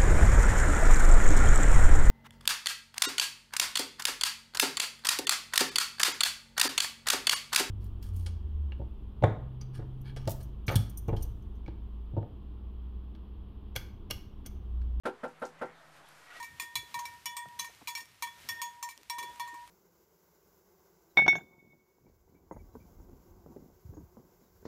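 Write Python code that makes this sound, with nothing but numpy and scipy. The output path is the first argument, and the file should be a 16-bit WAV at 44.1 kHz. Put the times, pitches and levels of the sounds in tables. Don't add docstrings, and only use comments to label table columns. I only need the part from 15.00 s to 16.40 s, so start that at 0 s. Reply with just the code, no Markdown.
import sys
import numpy as np
from scipy import signal
from scipy.fft import rfft, irfft
from scipy.io import wavfile
from scipy.ndimage import uniform_filter1d

SR = 44100
rng = np.random.default_rng(int(sys.argv[2]) if len(sys.argv) > 2 else 0)


def store_wav(level_fs):
    pcm = np.round(np.clip(np.atleast_2d(level_fs), -1, 1) * 32767)
    wavfile.write(sys.argv[1], SR, pcm.T.astype(np.int16))


def ratio_of_db(decibels):
    return 10 ** (np.asarray(decibels, float) / 20)


N = 61739


def evened(x):
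    return x / np.sqrt(np.mean(x ** 2) + 1e-20)


def read(points, hz):
    f, value = np.transpose(points)
    return np.interp(np.log(hz + 1), np.log(f + 1), value)


def add(mix, s, sound):
    part = mix[round(s * SR):][:len(sound)]
    part += sound[:len(part)]


def resonate(x, hz, width):
    return signal.lfilter(*signal.iirpeak(hz, hz / width, SR), x)


def coloured(points, size):
    spectrum = rfft(rng.standard_normal(size))
    gain = ratio_of_db(read(points, np.fft.rfftfreq(size, 1 / SR)))
    return evened(irfft(spectrum * gain, size))


def street():
    # pitch_hz, relative_level_db (per Hz)
    street_colour = [(20, -8), (40, -18), (70, -21.5), (150, -8), (204, -18), (275, -11), (415, -13),
                     (660, -7.5), (900, -7.5), (1500, -7.5), (2100, -12), (3000, -16), (5000, -20.5),
                     (9000, -24), (13700, -29.5)]
    # time_s, level_db, treble_change_db
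    street_drift = [(.04, -57, -13), (.3, -58, -8.5), (.55, -58.5, -8), (.68, -53.5, -22.5),
                    (.8, -61, -2.5), (.92, -59.5, -2.5), (0.968, -56.5, -0.5), (1.03, -57, -7.5),
                    (1.09, -58, 0), (1.15, -58.5, 1), (1.25, -58.5, 1), (1.4, -58, -11)]
    treble_hz, patchy_db = 3260, 0.8
    frames, hz = N // 256 + 5, np.fft.rfftfreq(1024, 1 / SR)
    real, imaginary, patches = rng.standard_normal((frames, 513, 3)).T
    patches = uniform_filter1d(patches, 24, 0)
    patches = evened(uniform_filter1d(patches, 8, 1))
    s, db, treble_db = np.transpose(street_drift)
    t = np.arange(frames) * 256 / SR
    noise = (real + 1j * imaginary) * ratio_of_db(read(street_colour, hz))[:, None]
    steady = signal.istft(noise, nperseg=1024, noverlap=768)[1]
    steady_rms = np.sqrt(np.mean(steady ** 2))
    treble_share = (hz ** 2 / (hz ** 2 + treble_hz ** 2))[:, None]
    level_db = patchy_db * patches + np.interp(t, s, db) + treble_share * np.interp(t, s, treble_db)
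    drifting = signal.istft(noise * ratio_of_db(level_db), nperseg=1024, noverlap=768)[1]
    return drifting[:N] / steady_rms


def hum():
    # time_s, pitch_hz, level_db (rms, before the waver)
    hum_path = [(.04, 160.6, -89), (0.298, 159.1, -70), (0.519, 160.7, -68.5), (.72, 164.7, -65.5),
                (.82, 161.3, -74), (.9, 152.8, -69.5), (1.05, 147.3, -75.5), (1.4, 153, -83)]
    waver_db = 0.5
    s, hz, db = np.transpose(hum_path)
    t = np.arange(N) / SR
    waver = uniform_filter1d(rng.standard_normal(N), 1500)
    waver = evened(uniform_filter1d(waver, 1500))
    level = np.sqrt(2) * ratio_of_db(np.interp(t, s, db) + waver_db * waver)
    phase = 2 * np.pi * np.cumsum(np.interp(t, s, hz)) / SR
    return level * np.sin(phase)


def door_ring(hardness, whole_db, panel_db):
    # pitch_hz, relative_level_db, t60_s (time to fade by 60 dB)
    door_modes = [(222, -5, 0.18), (249, 4.5, 0.14), (272.5, -11.5, 0.19), (326.4, -3.5, 0.12),
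                  (370.5, 2.5, 0.11), (382, -24, 0.12), (426, -11.5, 0.33), (496.4, 3, 0.16),
                  (535.7, 4.5, 0.094), (611.4, 8.5, 0.039), (672, -5, 0.1), (789.6, 5, 0.076),
                  (874.6, -1.16, 0.079), (936, -9.5, 0.15), (1031, -6, 0.077), (1178, -10.5, 0.083),
                  (1364.5, 0.5, 0.033), (1387, 4.5, 0.03), (1536, -4, 0.047), (1559, -7.5, .06),
                  (1790, -11, 0.052), (2050, -21, 0.043), (2337, -21, 0.032), (2980, -51, 0.024)]
    whole_hz, panel_hz = 270, 460
    push_s, bass_cut_hz, spot_db = 0.002, 78, 0.5
    t = np.arange(SR) / SR
    hz, db, t60 = np.transpose(door_modes)
    db = db + hardness * np.log2(hz / 700)
    db += spot_db * rng.standard_normal(len(hz))
    db += np.where(hz < whole_hz, whole_db, panel_db * (hz < panel_hz))
    hz, db, t60 = hz[:, None], db[:, None], t60[:, None]
    ring = -(ratio_of_db(db - 60 * t / t60) * np.sin(2 * np.pi * hz * t)).sum(0)
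    ring *= 1 - np.exp(-t / push_s)
    bass_cut = signal.butter(2, bass_cut_hz, "high", fs=SR, output="sos")
    return signal.sosfilt(bass_cut, ring)


def door_puff(crack_db):
    # pitch_hz, relative_level_db
    puff_colour = [(30, 7), (100, 11), (300, -42), (1500, 14), (2500, 6), (3300, 3.5), (4500, -3),
                   (7000, -10), (10000, -9), (14000, -18.5)]
    puff_db, rise_s, t60_s, grain_db = -4.5, 0.0068, 0.12, 1.5
    t = np.arange(SR) / SR
    puff = coloured(puff_colour, size=SR) * (1 - np.exp(-t / rise_s))
    puff *= ratio_of_db(puff_db + crack_db - 60 * t / t60_s)
    grain = evened(uniform_filter1d(rng.standard_normal(SR), 60))
    return puff * ratio_of_db(grain_db * grain)


def raps():
    # start_s, strength_db, hardness_db (per octave), whole_door_db, large_panel_db, crack_db
    knocks = [(0.0534, -37.5, 3, 3., 5.5, 7.5), (0.233, -41.5, 2.84, 4.5, -3.5, 2.1),
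              (0.4179, -41, 2.7, 0.6, -2, 2), (0.6132, -40.5, 3.3, 0.8, 1.5, 0)]
    rings, puffs = np.zeros(N), np.zeros(N)
    for s, strength_db, hardness, whole_db, panel_db, crack_db in knocks:
        add(rings, s, ratio_of_db(strength_db) * door_ring(hardness, whole_db, panel_db))
        add(puffs, s, ratio_of_db(strength_db) * door_puff(crack_db))
    return rings, puffs


def porch(x):
    # delay_s, relative_level_db (before the losses below)
    early_echoes = [(.0032, 1.5), (.0047, 3), (.0066, 3.5), (.0088, -3.5), (.0105, -11.5), (0.0126, -2),
                    (.0152, -4.5), (.018, 1), (.021, -7.5), (0.024, -40), (.029, -35), (.034, -3),
                    (.041, -6)]
    # pitch_hz, t60_s
    porch_fade = [(150, 0.167), (500, 0.15), (1800, .18), (5000, 0.195), (12000, 0.2)]
    tail_db, tail_start_s, tail_rise_s = -3.5, 0.01, 0.03
    dull_db_per_s_khz, bass_hz = 239, 250
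    size = SR // 2
    taps = np.zeros(size)
    at = np.arange(400, size - 20, 20)
    taps[at + rng.integers(0, 20, len(at))] = rng.choice([-1., 1.], len(at))
    hz, t, z = signal.stft(taps, SR, nperseg=256)
    fade = ratio_of_db(-60 * t / read(porch_fade, hz)[:, None])
    tail = signal.istft(z * fade, SR, nperseg=256)[1][:size]
    tail *= np.clip((np.arange(len(tail)) / SR - tail_start_s) / tail_rise_s, 0, 1)
    tail *= ratio_of_db(tail_db) / np.linalg.norm(tail)
    hz = np.fft.rfftfreq(size, 1 / SR)
    echoes = 0
    for s, db in early_echoes:
        loudness = ratio_of_db(db - dull_db_per_s_khz * s * hz / 1000)
        echoes = echoes + loudness * np.exp(-2j * np.pi * hz * s)
    bass_loss = hz ** 2 / (hz ** 2 + bass_hz ** 2)
    response = tail + irfft(1 + echoes * bass_loss, size)
    return signal.fftconvolve(x, response)[:N]


def tick(db, hz, tail_db):
    click_s, rise_s, t60_s = 0.00016, 0.0046, 0.17
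    t = np.arange(SR // 8) / SR
    click = np.exp(-((t - 2 * click_s) / click_s) ** 2) * np.sin(2 * np.pi * hz * t)
    hiss = evened(resonate(rng.standard_normal(len(t)), hz, 0.52 * hz))
    tail = hiss * (1 - np.exp(-t / rise_s)) * ratio_of_db(tail_db - 60 * t / t60_s)
    return ratio_of_db(db) * (click + tail)


def ticks():
    # start_s, level_db, centre_hz, tail_db (relative to the click, before its rise and fade)
    tick_list = [(0.2809, -52, 7056, -16), (.3955, -67, 9600, -20), (.3995, -51.5, 10000, -18),
                 (0.4506, -42, 5556, -15), (0.4543, -36.5, 6330, -21.5), (.5932, -52, 6790, -21),
                 (.6575, -53, 7121, -14.5), (.7010, -77.5, 8500, -22), (1.089, -44, 10700, -44)]
    mix = np.zeros(N)
    for s, db, hz, tail_db in tick_list:
        add(mix, s, tick(db, hz, tail_db))
    return mix


def rustles():
    # middle_s, half_length_s (from the peak to 37 percent), pitch_hz, width_hz, peak_level_db (rms)
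    rustle_list = [(0.59, 0.013, 2460, 300, -66), (0.637, 0.046, 2015, 142, -58),
                   (0.708, 0.054, 1760, 250, -63), (.70, 0.087, 2050, 151, -67.5),
                   (0.783, 0.05, 3610, 500, -69.5), (1.073, .03, 3320, 500, -68),
                   (1.306, 0.0069, 1970, 398, -57), (1.327, 0.019, 1440, 150, -54.5)]
    t = np.arange(N) / SR
    mix = np.zeros(N)
    for s, half, hz, width, db in rustle_list:
        noise = evened(resonate(rng.standard_normal(N), hz, width))
        mix += ratio_of_db(db) * np.exp(-((t - s) / half) ** 2) * noise
    return mix


def passing_tones():
    # pitch_hz, width_hz, peak_level_db (rms)
    tone_list = [(659, 26, -65.5), (1298, 33, -70), (1800, 90, -68)]
    middle_s, span_s = 0.83, 0.13
    tones = np.zeros(N)
    for hz, width, db in tone_list:
        tones += ratio_of_db(db) * evened(resonate(rng.standard_normal(N), hz, width))
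    return tones * np.exp(-((np.arange(N) / SR - middle_s) / span_s) ** 2)


def scuff():
    # time_s, level_db, hiss_db (relative to the ringing grains)
    scuff_course = [(1.199, -75, -14), (1.271, -60, -10), (1.31, -54.5, -31), (1.34, -55.5, -5.5),
                    (1.368, -47, -16), (1.382, -54.5, -3), (1.4, -55.5, -6.5)]
    # pitch_hz, width_hz, relative_level_db
    scuff_modes = [(720, 23.3, -2), (1288, 51, 0), (1502, 180, 5.5), (1914, 31, 6), (2140, 200, 5.5),
                   (2595, 230, -3)]
    grains_per_s, spread_db, fade_in_s = 2500, 1, 0.042
    s, db, hiss_db = np.transpose(scuff_course)
    t = np.arange(N) / SR
    grains = ratio_of_db(spread_db * rng.exponential(1, N))
    grains *= rng.random(N) < grains_per_s / SR
    grains *= rng.choice([-1, 1], N)
    body = evened(sum(ratio_of_db(d) * evened(resonate(grains, f, w)) for f, w, d in scuff_modes))
    hiss = evened(resonate(rng.standard_normal(N), 3050, 3840)) * ratio_of_db(np.interp(t, s, hiss_db))
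    fade_in = np.clip((t - s[0]) / fade_in_s, 0, 1)
    return (body + hiss) * ratio_of_db(np.interp(t, s, db)) * fade_in


def scene():
    background = street() + hum()
    rings, puffs = raps()
    door = porch(rings) + puffs
    small_sounds = ticks() + rustles() + passing_tones()
    return (background + door + small_sounds + scuff())[None]


def low_pass(x):
    return signal.sosfilt(signal.butter(12, 13840, fs=SR, output="sos"), x)


def record(dry):
    start_s, fade_s, offset = 0.0346, 0.00083, -0.0004
    on = np.clip((np.arange(N) / SR - start_s) / fade_s, 0, 1)
    return low_pass((dry + offset) * on)


dry = scene()
out = record(dry)
store_wav(out)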